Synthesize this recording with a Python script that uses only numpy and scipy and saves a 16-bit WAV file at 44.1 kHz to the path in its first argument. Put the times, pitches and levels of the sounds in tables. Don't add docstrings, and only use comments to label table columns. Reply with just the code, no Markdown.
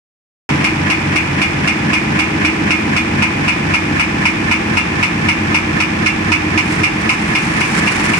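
import sys
import numpy as np
from scipy import signal
from scipy.fft import rfft, irfft
from scipy.io import wavfile
from scipy.ndimage import uniform_filter1d, minimum_filter1d

SR = 44100
rng = np.random.default_rng(int(sys.argv[2]) if len(sys.argv) > 2 else 0)


def generate_wav(sig):
    pcm = np.round(np.clip(np.atleast_2d(sig).T, -1, 1) * 32767).astype(np.int16)
    wavfile.write(sys.argv[1], SR, pcm)


N = 361179
TIME, FREQS = np.arange(N) / SR, np.fft.rfftfreq(N, 1 / SR)

# t/s, angle/turns
SHAFT_ANGLE = [(-.1323, 0), (7.0912, 28), (7.6095, 30), (8.396, 33)]
TURNS = np.interp(TIME, *np.transpose(SHAFT_ANGLE))
TURN_S = .258
CUT_TIMES_S = np.interp(np.arange(1, TURNS[-1]), TURNS, TIME)


def gain_of(db):
    return 10 ** (np.asarray(db) / 20)


def unit_rms(x):
    return x / np.sqrt(np.mean(x ** 2) + 1e-20)


def along(points):
    return np.interp(TIME, *np.transpose(points))


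def spectrum(points):
    hz, db = np.transpose(points)
    return gain_of(np.interp(np.log(FREQS + 1), np.log(hz), db))


def resonances(modes):
    response = 0
    for hz, width_hz, db in modes:
        detune = (FREQS + 1) / hz - hz / (FREQS + 1)
        response += gain_of(db) / ((1 + 1j * detune * hz / width_hz) * (1 + 2j * detune) ** 2)
    return response


def colour(x, response):
    return irfft(rfft(x) * response, N)


def slack(load_exponent=2.03, release_turns=.047):
    angle = TURNS % 1
    return (1 - angle) ** load_exponent * np.minimum(angle / release_turns, 1)


def press(at_turns=.886, width_turns=.048):
    return np.exp(-((TURNS % 1 - at_turns) / width_turns) ** 2)


def throb(per_turn, lag_turns):
    return np.cos(2 * np.pi * per_turn * (TURNS - lag_turns))


def shaft_tone(hz, waver):
    knots = np.linspace(0, TIME[-1], num=24)
    drift = np.array([np.interp(TIME, knots, row) for row in rng.standard_normal((2, len(knots)))])
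    phase = 2 * np.pi * (round(hz * TURN_S) * TURNS + rng.random())
    return (1 + waver * drift[0]) * np.cos(phase) + waver * drift[1] * np.sin(phase)


def contact(repeat, wear_s=3, wobble_s=.00006):
    size = round(TURN_S * SR)
    knots = TIME[::200]
    wobble = np.interp(TIME, knots, wobble_s * rng.standard_normal(len(knots)))
    angle = TURNS % 1 + wobble / TURN_S
    patterns = unit_rms(irfft(np.exp(2j * np.pi * rng.random((2, 2, size // 2 + 1))), size))
    first, second = patterns[..., (angle * size).astype(int) % size]
    recurring = first * np.cos(TIME / wear_s) + second * np.sin(TIME / wear_s)
    return np.sqrt(repeat) * recurring + np.sqrt(1 - repeat) * rng.standard_normal((2, N))


def room(x, t60_s, wet_db):
    t = TIME[:SR]
    tail = rng.standard_normal((2, SR)) * gain_of(-60 * t / t60_s) * (t > .004)
    tail /= np.linalg.norm(tail[0])
    return x + gain_of(wet_db) * signal.fftconvolve(x[:1], tail, axes=1)[:, :N]


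# f/Hz, side minus mid/dB
SIDE_GAIN = [(60, -54), (110, -27), (200, -15), (370, -4.5), (600, -4), (1200, -1.5), (3500, -0.5),
             (14000, 1)]
def stereo(x):
    side = colour(x[1], spectrum(SIDE_GAIN))
    return np.array([x[0] + side, x[0] - side])


# f/Hz, level/dB
BELT_SPECTRUM = [(110, -17), (180, 32.5), (240, -3), (320, 17.5), (700, 3), (1000, 8), (2200, 14.5),
                 (3200, -1.5), (5300, -1.5), (6800, -3), (9500, -4), (12000, -22.5), (15000, -30)]
# t/s, level/dB
BELT_GAIN = [(5.8, -66), (6.5, -53), (7.1, -30.5), (7.65, -23.5), (8.19, -23)]
# t/s, boost/dB, half length/s
BELT_SURGES = [(6.706, 21.5, 0.12), (7.782, 8, 0.022), (8.06, 5, 0.027)]
def belt(throb_db=1.5, uneven_db=2.7):
    slips = unit_rms(uniform_filter1d(rng.standard_normal(N), 500))
    swell = gain_of(throb_db * throb(per_turn=6, lag_turns=.024) + uneven_db * slips)
    hiss = unit_rms(colour(rng.standard_normal((2, N)), spectrum(BELT_SPECTRUM)) * swell)
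    surges_db = sum(db * np.exp(-((TIME - at_s) / half_s) ** 2) for at_s, db, half_s in BELT_SURGES)
    return stereo(hiss) * gain_of(along(BELT_GAIN) + surges_db)


# t/s, level/dB
DRONE_GAIN = [(1.7, -26), (2.6, -23), (3.3, -30.5), (4.3, -31.5), (5.4, -28), (6.5, -23.5), (7, -29.5),
              (8.1, -29.5)]
def side_panel(level_db=-.5, throb_db=3, limp_db=2.5, slack_db=-2.5):
    drone = shaft_tone(310, waver=.35) + .55 * shaft_tone(318, waver=.6) + .45 * shaft_tone(302, waver=.6)
    beats_db = throb_db * throb(per_turn=6, lag_turns=-.0055)
    beats_db += limp_db * throb(per_turn=3, lag_turns=-.006)
    beating = unit_rms(drone * gain_of(beats_db + slack_db * slack()))
    return beating * gain_of(level_db + along(DRONE_GAIN)) * gain_of([[-.3], [.3]])


# f/Hz, level/dB
RATTLE_SPECTRUM = [(200, -33), (450, -4.5), (650, 1.5), (930, 4.5), (1450, 0.5), (1750, 2.5), (1950, 3.5),
                   (2400, 5.5), (3200, -8), (4100, -14), (5500, -14), (6500, -19), (9000, -23),
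                   (12000, -37.5), (15000, -50)]
# f/Hz, width/Hz, level/dB
COVER_MODES = [(803, 14, -0.5), (850, 14, -3), (1011, 14, -1), (1732, 60, -1), (2438, 10, 2),
               (3460, 40, -14)]
# t/s, level/dB
GEARS_GAIN = [(.65, -22), (6.9, -22.5), (8, -20.5)]
def gears(clatter_db=-1, grain_db=.92, slack_db=-2.5, press_db=1.5, cover_db=-8.5, rasp_db=-15.5):
    teeth = contact(repeat=1)
    bursts = unit_rms(uniform_filter1d(teeth[0], 130))
    drive = teeth * gain_of(grain_db * bursts + slack_db * slack() + press_db * press())
    clatter = gain_of(clatter_db) * unit_rms(colour(drive, spectrum(RATTLE_SPECTRUM)))
    rub = contact(repeat=.5)
    cover = gain_of(cover_db) * unit_rms(colour(rub, resonances(COVER_MODES)))
    rasp = gain_of(rasp_db) * unit_rms(colour(rub * press(), resonances([(1730, 210, 0)])))
    return stereo(clatter + cover + rasp) * gain_of(along(GEARS_GAIN))


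# level/dB, f/Hz
DRIVE_KNOCKS = [(-37, 370), (-11.5, 280), (-8, 185), (-14.5, 200), (-15, 260), (-17.5, 340)]
def knocks(rise_s=.0031, uneven_db=.2, jitter_s=.00028, lead_turns=.016):
    t, mid = TIME[:4096], np.zeros(N)
    envelope = (t / rise_s) ** 2 * np.exp(2 * (1 - t / rise_s))
    for k, (db, hz) in enumerate(DRIVE_KNOCKS):
        at_turns = np.arange(TURNS[-1]) + (k + 1) / len(DRIVE_KNOCKS) - lead_turns
        late, weak = rng.standard_normal((len(at_turns), 2)).T
        times_s = np.interp(at_turns, TURNS, TIME) + jitter_s * late
        blows = np.zeros(N)
        blows[np.clip(times_s * SR, 0, N - 1).astype(int)] = gain_of(db - uneven_db * weak)
        thud = envelope * np.sin(2 * np.pi * hz * (t - rise_s))
        mid += signal.oaconvolve(blows, thud)[:N]
    return np.array([mid, np.zeros(N)])


# f/Hz, level/dB
RUMBLE_SPECTRUM = [(20, -42), (38, -23), (55, -8.5), (68, -11), (82, -1.5), (112, -6), (175, -1),
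                   (235, -3.5), (265, -5), (325, -2.5), (390, -12.5), (470, -16), (700, -25.5), (1500, -79)]
# nominal f/Hz, level/dB
HOUSING_TONES = [(93, -34.5), (139.5, -34.5), (170.5, -43), (213, -31), (232.5, -34.5), (415, -43.5),
                 (500, -40.5)]
# t/s, level/dB
HOUSING_GAIN = [(.65, -19.5), (3.2, -19), (6, -20), (7.3, -20.7), (7.8, -20)]
def housing(rumble_db=.5, tones_db=19.5, knocks_db=16.5, slack_db=-7.5):
    rumble = gain_of(rumble_db) * unit_rms(colour(contact(repeat=.74), spectrum(RUMBLE_SPECTRUM)))
    tones = sum(gain_of(db) * np.sqrt(2) * shaft_tone(hz, waver=1) for hz, db in HOUSING_TONES)
    rumble[0] += gain_of(tones_db) * tones
    thuds = colour(room(knocks(), t60_s=.087, wet_db=-12.5), spectrum([(70, -30), (150, 0)]))
    body = rumble * gain_of(slack_db * slack()) + gain_of(knocks_db) * thuds
    return stereo(body * gain_of(along(HOUSING_GAIN)))


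def cut_force(hold_s, fall_s, bite_s=.0003):
    force, age = np.zeros(N + SR), TIME[:round(TURN_S * SR)]
    for at_s, slide_s in zip(CUT_TIMES_S, hold_s * np.ones(len(CUT_TIMES_S))):
        stroke = (1 - np.exp(-age / bite_s)) * np.exp(-np.maximum(age - slide_s, 0) / fall_s)
        force[round(at_s * SR):][:len(age)] += stroke
    return force[:N]


# t/s, thickness/0-1
CLOTH_THICKNESS = [(.65, 0.5), (1.4, 0.6), (2.7, 1), (2.97, 0.3), (4.8, 0.4), (6.1, 1), (7.35, .9),
                   (7.6, 0.1)]
# f/Hz, width/Hz, level/dB
BLADE_MODES = [(1012, 16, -11), (1282, 20, -7), (2165, 32, -1), (2235, 40, -6), (2290, 30, 0),
               (2375, 40, -2), (2438, 13, 4), (2550, 30, -5), (2722, 24, -5), (2830, 60, -11),
               (3460, 30, -18)]
# f/Hz, level/dB
SCRAPE_SPECTRUM = [(400, -19), (900, -1), (1800, 2), (2300, 5), (2750, 8), (3200, -1), (4000, -7),
                   (5000, -7), (5900, -8), (6400, -15.5), (8000, -15), (10000, -19), (12000, -34),
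                   (15000, -48)]
# t/s, level/dB
BLADE_GAIN = [(.65, -11), (1.4, -12), (3.4, -12), (5.3, -11.5), (6.1, -10.5), (7.35, -11), (7.6, -14.5)]
# t/s, level/dB
CLUNK_GAIN = [(.65, -26), (2.4, -20), (4, -12), (6.6, -14), (8.1, -11.5)]
# t/s, left minus right/dB
KNIFE_BALANCE = [(1.1, 2.5), (2.1, -1), (3, 1.5), (5.3, 2.8), (6.4, -2.3), (7.5, 2.5)]
def knife(ring_db=-4, scrape_db=-5, clunk_db=-7, muffle_db=-2, thin_slide_s=.017, thick_slide_s=.029):
    edge, level = contact(repeat=.55), gain_of(along(BLADE_GAIN))
    thickness = np.interp(CUT_TIMES_S, *np.transpose(CLOTH_THICKNESS))
    slide_s = thin_slide_s + (thick_slide_s - thin_slide_s) * thickness
    grind = cut_force(hold_s=slide_s, fall_s=.02) * level * gain_of(muffle_db * along(CLOTH_THICKNESS))
    blades = resonances(BLADE_MODES)
    ring = colour(edge * grind, blades / np.std(blades))
    blow = cut_force(hold_s=.006, fall_s=.005) * gain_of(along(CLUNK_GAIN))
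    holder = resonances([(934, 103, 4), (1360, 160, -4.5), (2540, 480, -1.5)])
    clunk = colour(edge * blow, holder / np.std(holder))
    friction = cut_force(hold_s=.0092, fall_s=.024) * level
    scrape = colour(edge * friction, unit_rms(spectrum(SCRAPE_SPECTRUM)))
    cut = gain_of(ring_db) * ring + gain_of(scrape_db) * scrape + gain_of(clunk_db) * clunk
    pan_db = along(KNIFE_BALANCE)
    return stereo(room(cut, t60_s=.55, wet_db=-11)) * gain_of([pan_db / 2, -pan_db / 2])


# f/Hz, left minus right/dB
STEREO_BALANCE = [(60, -0.5), (99, 0.0), (160, 0.5), (270, -0.5), (440, -2.5), (730, 2.5), (1190, -4),
                  (1970, -3.5), (3230, 3.5), (5330, -8), (8770, -2.5), (14400, 7)]
# f/Hz, left lead/rad
STEREO_PHASE = [(200, 0), (340, 0.14), (480, 2.03), (600, 2), (1100, 1.37), (1400, 0.8), (2000, 4.5),
                (2900, 3)]
def scene():
    machine = knife() + housing() + side_panel() + gears() + belt()
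    lead_rad = np.interp(FREQS, *np.transpose(STEREO_PHASE))
    left = np.sqrt(spectrum(STEREO_BALANCE)) * np.exp(.5j * lead_rad)
    return colour(machine, np.array([left, 1 / left]))


def record(dry, start_s=.49, rise_s=.002, overshoot_db=4.5, settle_s=.058, cutoff_hz=15200):
    age = np.maximum(TIME - start_s, 0)
    opened = dry * np.minimum(age / rise_s, 1) * gain_of(overshoot_db * np.exp(-age / settle_s))
    allowed_gain = 1 / np.maximum(abs(opened).max(0), 1)
    limited = opened * uniform_filter1d(minimum_filter1d(allowed_gain, size=129), size=129)
    lowpass = signal.firwin(511, cutoff_hz, window=("kaiser", 9), fs=SR)
    return signal.oaconvolve(limited, lowpass[None], "same")


dry = scene()
out = record(dry)
generate_wav(out)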